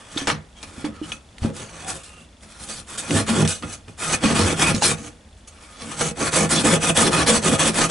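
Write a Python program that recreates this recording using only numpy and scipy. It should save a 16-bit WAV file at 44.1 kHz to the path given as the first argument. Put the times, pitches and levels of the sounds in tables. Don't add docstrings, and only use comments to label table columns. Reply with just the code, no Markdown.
import sys
import numpy as np
from scipy import signal
from scipy.fft import rfft, irfft, next_fast_len
from scipy.io import wavfile

SR = 44100
rng = np.random.default_rng(int(sys.argv[2]) if len(sys.argv) > 2 else 0)


def wav_record(signal):
    frames = np.transpose(np.atleast_2d(signal))
    bounded = np.clip(frames, -1, 1)
    quanta = np.round(bounded * 32767).astype(np.int16)
    wavfile.write(sys.argv[1], SR, quanta)


N = 348390
t = np.arange(N) / SR

# f/Hz, width before spread/Hz, relative level/dB
BOARD_MODES = [(62, 20.5, -5.5), (92.4, 12.3, 1), (103.5, 23, -1), (162, 12.8, 1.5), (219.3, 17.3, 2),
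               (298.5, 68, -5.5), (379.4, 65, -8), (476.5, 16.3, -5.5), (530.6, 28, -7.5),
               (671, 20.5, -10.5), (810, 44, -13.5)]
# f/Hz, width before spread/Hz, relative level/dB
BLADE_MODES = [(960, 380, -6.5), (1126, 14.4, 6), (1234, 20, 3.5), (1391, 20, 4), (1734, 26, -0.5),
               (2264, 25, 2), (2477, 36, 1), (2566, 12, 5), (2820, 230, -6.5), (3392, 41, 1.5),
               (3670, 95, -11), (4544, 105, -5.5), (5290, 110, -8.5), (5920, 16, -1)]
# f/Hz, gain of the side signal/dB
SIDE_WIDTH = [(40, -37), (110, -26.5), (190, -25), (350, -9.5), (620, -10), (1120, -6.5), (2000, -8),
              (3590, -8), (6440, -8), (11600, -9.5)]


def undb(db):
    return 10 ** (np.asarray(db) / 20)


def unit(x):
    return x / np.sqrt(np.mean(x ** 2))


def colour(x, points):
    hz, db = np.transpose(points)
    n = next_fast_len(x.shape[-1])
    f = np.arange(n // 2 + 1) * SR / n
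    gain = undb(np.interp(np.log(f + 1), np.log(hz), db))
    return irfft(rfft(x, n) * gain, n)[..., :x.shape[-1]]


def ring(x, modes, spread=0.48, shift_db=0.):
    at = np.arange(0, N / SR + 1, .06)
    drive = undb(shift_db * np.tanh(rng.standard_normal((len(modes), len(at)))))
    total = 0
    for k, (f, width, db) in enumerate(modes):
        b, a = signal.iirpeak(f, f / (width * spread), SR)
        mode = signal.lfilter(b, a, x * np.interp(t, at, drive[k]))
        total = total + (-1) ** k * undb(db) * mode
    return total


def walk(rate):
    steps = rng.standard_normal(int(rate * N / SR) + 2)
    return 1.2 * np.interp(t * rate, np.arange(len(steps)), steps)


def tail(t60_s, channels=1):
    s = np.arange(int(t60_s * SR)) / SR
    h = rng.standard_normal((channels, len(s))) * np.exp(-np.log(1000) * s / t60_s)
    return h / np.sqrt(np.sum(h ** 2, axis=1, keepdims=True))


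def shifting(x, t60_s, rate):
    turn = 1.35 * walk(rate)
    paths = signal.oaconvolve(x[None], tail(t60_s, channels=2), axes=1)[:, :N]
    return np.cos(turn) * paths[0] + np.sin(turn) * paths[1]


def air():
    # f/Hz, relative level per Hz/dB
    murmur_spectrum = [(12, -36), (20, -12.5), (75, 4.5), (135, -13), (229, -7.5), (379, -19), (596, -16),
                       (1070, -23), (8670, -31.5), (11300, -35), (14700, -65), (22000, -120)]
    murmur = unit(colour(rng.standard_normal((2, N)), murmur_spectrum))
    mid, side = undb(-48 + 1.0 * walk(6.45)) * murmur
    side = undb(1.0) * colour(side, SIDE_WIDTH)
    return np.array([mid + side, mid - side])


def ticks():
    first_s, period_s = .0089, .04
    pulses = np.zeros(N)
    at = (np.arange(first_s, N / SR, period_s) * SR).astype(int)
    size_db = 1.8 * rng.standard_normal(len(at))
    pulses[at] = undb(-26 + size_db)
    return ring(pulses, [(3470, 200, 14.0), (2800, 450, 1)])


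def effort(events, fade_db_s, share=0.99):
    rise_curve, knee_s = 1.3, .012
    start, end, early_db, late_db, rise_s = (c[:, None] for c in events.T)
    s = t[None, ::32]
    along = np.clip((s - start) / np.maximum(end - start, .001), 0, 1)
    after = np.maximum(s - end, 0)
    faded_db = share * fade_db_s * after ** 2 / (after + knee_s)
    db = early_db + (late_db - early_db) * along - faded_db
    rise = np.clip((s - start) / rise_s, 0, 1) ** rise_curve
    return (rise * undb(db)) ** 2


def handling():
    # start t/s, slowing t/s, hiss early level/dB, hiss late level/dB, rise t/s,
    #                  board re hiss early level/dB, board re hiss late level/dB, blade re hiss level/dB
    strokes = [(3.075, 3.199, -27, -23.5, 0.039, 13.5, 6.5, -1.5),
               (3.253, 3.417, -27.5, -29, 0.046, 11.5, 15.5, 4.5),
               (3.966, 4.143, -35.5, -21, 0.034, -2.5, -2, 2),
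               (4.195, 4.313, -30, -27, 0.046, 9.5, 13.5, 8),
               (4.331, 4.512, -23.5, -25, 0.041, 9.5, 7, 4.5), (4.549, 4.704, -26, -24, 0.042, 1, 5.5, 4.5),
               (4.807, 4.909, -17.5, -21, .025, -7, 0, -2), (5.95, 6.08, -32.5, -26.5, 0.047, 2, 3.5, -4),
               (6.14, 6.272, -34.5, -29, .065, 14, 3, 4.5), (6.304, 6.435, -22, -24, 0.037, 1, 8, 2.5),
               (6.48, 6.595, -27, -21, .03, 5, 1.5, -0.5), (6.627, 6.749, -22, -23, 0.021, 5.5, 7.5, 3.5),
               (6.79, 6.9, -26, -23, .035, -1, 5.5, 2), (6.939, 7.068, -21, -22.5, .03, 1.5, 9, 1),
               (7.095, 7.213, -27, -23, 0.039, 5, 6.5, 7), (7.252, 7.362, -22, -22, 0.021, 8.5, 3, 2.5),
               (7.405, 7.536, -25, -23.5, 0.046, 4.5, 8, 2), (7.573, 7.689, -21, -22, .028, -5, 5, 2),
               (7.725, 7.849, -25, -21.5, 0.048, 4, 1, 4.5), (7.882, 7.946, -24.5, -34, 0.019, 9.5, 9, 2)]
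    drags = [(-.05, .09, -51, -51, .04, 10, -5.5, 7.5), (.08, .26, -41.5, -39, .06, 0.5, 3, 1),
             (0.547, 0.809, -52, -45, .03, 0.5, 8, 4), (0.894, 1.009, -56, -54, 0.066, 5, -1, 9.5),
             (0.999, 1.121, -43, -43, 0.046, 9, 0.5, 0.5), (1.392, 1.45, -40.5, -41, .04, 7, 21, 5),
             (1.518, 1.617, -43, -38, 0.038, -2, 2.5, 0), (1.638, 1.848, -49.5, -45, 0.028, 10, 2, 5),
             (1.848, 1.953, -29.5, -36, 0.047, -1, -1, -2), (1.976, 2.21, -51, -52, 0.043, -6, 4, 2),
             (2.381, 2.592, -55.5, -47, .04, 6, -3, 1.5), (2.57, 2.639, -38, -37, 0.049, 4, -5, -3.5),
             (2.65, 2.789, -31.5, -39, 0.039, -14, -4.5, -5), (2.851, 2.932, -41, -36, 0.051, -1, -10, 2.5),
             (2.999, 3.091, -40, -36, .03, -6.5, -2, 5), (3.6, 3.729, -48.5, -40, 0.028, 18, -20, -3),
             (3.86, 3.919, -52.5, -53, 0.029, 30, 7.5, 1.5),
             (4.719, 4.809, -34.5, -37, .03, -5.5, 0.5, -10), (4.941, 5.068, -45, -42.5, .04, 9, 5, 0.5),
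             (5.482, 5.771, -58, -50, 0.041, -8.5, -5, 5), (5.757, 5.962, -43, -38, .05, 4, 3.5, 3.5)]
    # t/s, hiss level/dB, nominal fade/(dB/s), board re hiss level/dB, blade re hiss level/dB
    scuffs = [(.174, -26, 380.5, -11, -0.5), (0.27, -22, 330, 2.5, 4), (0.625, -39, 280, -11.5, 1.5),
              (.843, -42, 320.5, 17.5, 8.5), (1.116, -31, 479.5, -14, -11), (1.379, -47, 500.5, -24, -10),
              (1.555, -40, 400.5, -13, -5), (2.031, -37, 420, -26, -20), (2.42, -48, 300.5, 0, 3),
              (2.973, -26, 330, -12.5, -8), (3.445, -33, 499.5, 0, 6.5), (3.475, -19, 239.5, -16.5, -13.5),
              (3.621, -50, 249.5, 23, 20), (3.72, -35, 400, -20, -25), (4.745, -28.5, 500.5, 7.5, 0),
              (5.37, -57, 300.5, -6.5, -9), (5.471, -36, 621, -24.5, -31), (6.004, -27, 500.5, 5.5, 7),
              (6.355, -20, 499.5, -5, -6), (7.49, -30, 401, 13.5, 5)]
    s, db, scuff_fade, board_db, blade_db = np.transpose(scuffs)
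    scuff_rise_s = np.full(len(s), .006)
    scuff_rows = np.array([s, s, db, db, scuff_rise_s, board_db, board_db, blade_db]).T
    groups = [(np.array(strokes), 600), (np.array(drags), 330), (scuff_rows, scuff_fade[:, None])]
    power = 1e-9
    for rows, fade_db_s in groups:
        hiss = effort(rows[:, :5], fade_db_s).sum(axis=0)
        board_rows = np.c_[rows[:, :2], rows[:, 2:4] + rows[:, 5:7], rows[:, 4]]
        board = effort(board_rows, fade_db_s, share=0.61).sum(axis=0)
        blade = undb(2 * rows[:, 7]) @ effort(rows[:, :5], fade_db_s, share=0.9)
        power = power + np.array([hiss, board, blade])
    return [np.interp(t, t[::32], 10 * np.log10(p)) for p in power]


def teeth(hiss_db, slip, scatter_db):
    full_rate_hz, full_stroke_db = 192.1, -22
    hz = full_rate_hz * undb(.25 * np.clip(hiss_db - full_stroke_db, -30, 6))
    catches = np.floor(np.cumsum(hz * np.exp(slip * walk(150))) / SR)
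    return np.diff(catches, prepend=0) * undb(scatter_db * rng.standard_normal(N))


def saw():
    # f/Hz, relative level per Hz/dB
    hiss_spectrum = [(290, -50), (500, -6), (600, -15), (810, -10.5), (985, -23.5), (1250, -9), (2070, -15),
                     (2460, -11.5), (3930, -10), (9410, -10), (11300, -17), (14700, -47), (22000, -120)]
    # t/s, gain/dB
    sheen = [(0, 1.5), (.4, -9), (.6, -1), (1.3, -2), (1.9, 0.5), (2.6, 0.5), (5.8, 0.5), (6.2, 2),
             (7.9, 1.5)]
    # t/s, gain of deep modes/dB, gain of upper modes/dB
    board_tone = [(0, 0.5, 1), (1.5, 1, -1.5), (2.3, 0, -1.5), (3.2, 2.5, -2.5), (4.4, 2.5, -2),
                  (5.0, 1, 1), (6.0, -3, 1), (6.7, -3, 3), (7.9, -2, 0.5)]
    hiss_db, board_db, blade_db = handling()
    pulses = teeth(hiss_db, slip=.35, scatter_db=3.5)
    bursts = signal.lfilter([1], [1, -np.exp(-1 / (0.0015 * SR))], pulses)
    pressure = undb(1.95 * walk(50))
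    grit = rng.standard_normal((3, N)) * (0.77 + unit(bursts) * 0.27) * pressure

    push = unit(pulses - pulses.mean()) + 0.52 * rng.standard_normal(N)
    push = colour(push, [(30, -33), (70, -1), (600, -1.5), (2500, 0)])
    board = ring(undb(board_db) * push, BOARD_MODES, spread=0.95, shift_db=5.5)
    s, deep_db, upper_db = np.transpose(board_tone)
    for db, band in [(deep_db, [(110, 0), (200, -30)]), (upper_db, [(280, -30), (420, 0)])]:
        board = board + (undb(np.interp(t, s, db)) - 1) * colour(board, band)

    shake = undb(blade_db) * grit[:2]
    blade = ring(shake[0], BLADE_MODES, spread=1.6, shift_db=7.5)
    kerf = colour(shake[1], [(300, -3), (700, -1.5), (2000, -3.5), (4000, -30.0)])

    hiss = undb(hiss_db) * unit(colour(grit[2], hiss_spectrum))
    treble = colour(hiss, [(5000, -30), (7500, 0)])
    hiss = hiss + (undb(np.interp(t, *np.transpose(sheen))) - 1) * treble
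    hiss = undb(-3.5) * hiss + undb(-2.5) * shifting(hiss, t60_s=.03, rate=14)
    return undb(18.5) * board + undb(5) * blade + undb(6.5) * kerf + hiss


def knocks():
    # t/s, shake level before the mix/dB, f of the spot struck/Hz, decay time (held to 2-30)/ms
    blows = [(0.163, -22, 302, 11), (0.218, -26, 274, 17), (0.331, -25, 155, 31), (0.78, -31, 252, 10),
             (0.843, -20.5, 301, 25), (1.015, -24, 308, 25), (1.42, -21, 86.1, 20.2),
             (1.448, -10.5, 262, 5.6), (3.621, -34, 243.3, 10.23), (4.251, -11, 211.3, 7.05),
             (4.745, -12, 233.2, 5.75), (4.822, -12, 850, 2.9)]
    push = np.zeros(N + SR)
    age = np.arange(int(.1 * SR)) / SR
    for s, db, hz, ms in blows:
        shaking = np.sin(2 * np.pi * hz * age) * np.exp(-1000 * age / np.clip(ms, 2, 30))
        i = int(s * SR)
        push[i:i + len(age)] += undb(db) * shaking
    push = push[:N]
    return undb(3.5) * push + undb(-2.0) * ring(push, BOARD_MODES, spread=1.2)


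def singing():
    # start t/s, end t/s, f/Hz, RMS level before the swell/dB
    notes = [(0.168, 0.188, 3670, -25.5), (.174, 0.208, 5360, -40), (0.176, 0.236, 3140, -40),
             (0.548, 0.622, 3230, -51), (0.797, 1.23, 1276, -51.5), (1.02, 1.07, 2984, -42.5),
             (1.815, 1.952, 735, -37.5), (1.95, 2.3, 2760, -52), (2.025, 2.216, 1234, -58),
             (2.423, 2.524, 1300, -60.5), (2.679, 2.794, 4600, -42.5), (3.141, 3.196, 1737, -29),
             (4.601, 4.73, 2509, -25.5), (4.873, 4.956, 2386, -32.5), (6.545, 6.616, 3440, -26)]
    out = np.zeros(N)
    for start, end, hz, db in notes:
        i, n = int(start * SR), int((end - start) * SR)
        b, a = signal.iirpeak(hz, 35., SR)
        note = signal.lfilter(b, a, rng.standard_normal(SR))[:n]
        out[i:i + n] += undb(db) * unit(note) * np.sqrt(np.hanning(n))
    return out


def clinks():
    # t/s, noise peak level before filters/dB, f of the crack/Hz, drive of the ring re crack/dB
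    snags = [(0.174, -27, 3600, 21), (0.272, -4.5, 1530, -9), (0.3007, -8.5, 1560, 9),
             (0.629, -25, 3870, 7), (0.845, -27, 1565, 2), (1.1187, -23.5, 2630, 17),
             (1.3828, -28.5, 2814, -13), (1.558, -41, 2890, -27), (2.0335, -44, 2990, -21),
             (2.9765, -25, 3456, -12.5), (3.108, -12, 2524, 0), (3.2884, -24.5, 3210, -5.5),
             (3.476, -10, 5420, -28), (3.6249, -20, 1500, -5), (3.8825, -32.5, 1893, 1),
             (3.995, -49, 2588, -28), (4.748, -17.5, 5784, -5), (4.8252, -20, 6220, 1),
             (5.475, -58, 6390, -13), (6.003, -24.5, 1558, -11), (6.327, -18, 1490, 12),
             (6.963, -23.5, 3340, -9.5), (7.2724, -29, 3428, -8)]
    crack, strike = np.zeros((2, N + SR))
    for s, db, hz, ring_db in snags:
        burst = tail(.012)[0]
        burst = undb(db) * burst / np.abs(burst).max()
        broad = signal.lfilter(*signal.iirpeak(hz, .9, SR), burst)
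        pitched = signal.lfilter(*signal.iirpeak(hz, 8., SR), burst)
        i = int(s * SR)
        crack[i:i + len(burst)] += broad + 2.0 * pitched
        strike[i:i + len(burst)] += undb(ring_db) * broad
    ringing = ring(strike[:N], BLADE_MODES, spread=1.3, shift_db=4)
    return undb(6.0) * crack[:N] + undb(8.5) * ringing


def workshop(near):
    room = signal.fftconvolve(near[None], tail(0.31, channels=2), axes=1)[:, :N]
    return undb(-12.5) * colour(room, [(100, -1.5), (2000, 3.0), (10000, -42)])


def scene():
    near = saw() + singing() + knocks() + clinks()
    side = undb(-0.5) * colour(shifting(near, t60_s=0.043, rate=48), SIDE_WIDTH)
    return near + np.array([side, -side]) + workshop(near) + air() + ticks()


def record(dry):
    rounded = np.tanh(1.4 * dry) / 1.4
    low_pass = signal.ellip(12, .3, 80, 11050, fs=SR, output="sos")
    return signal.sosfilt(low_pass, rounded)


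dry = scene()
out = record(dry)
wav_record(out)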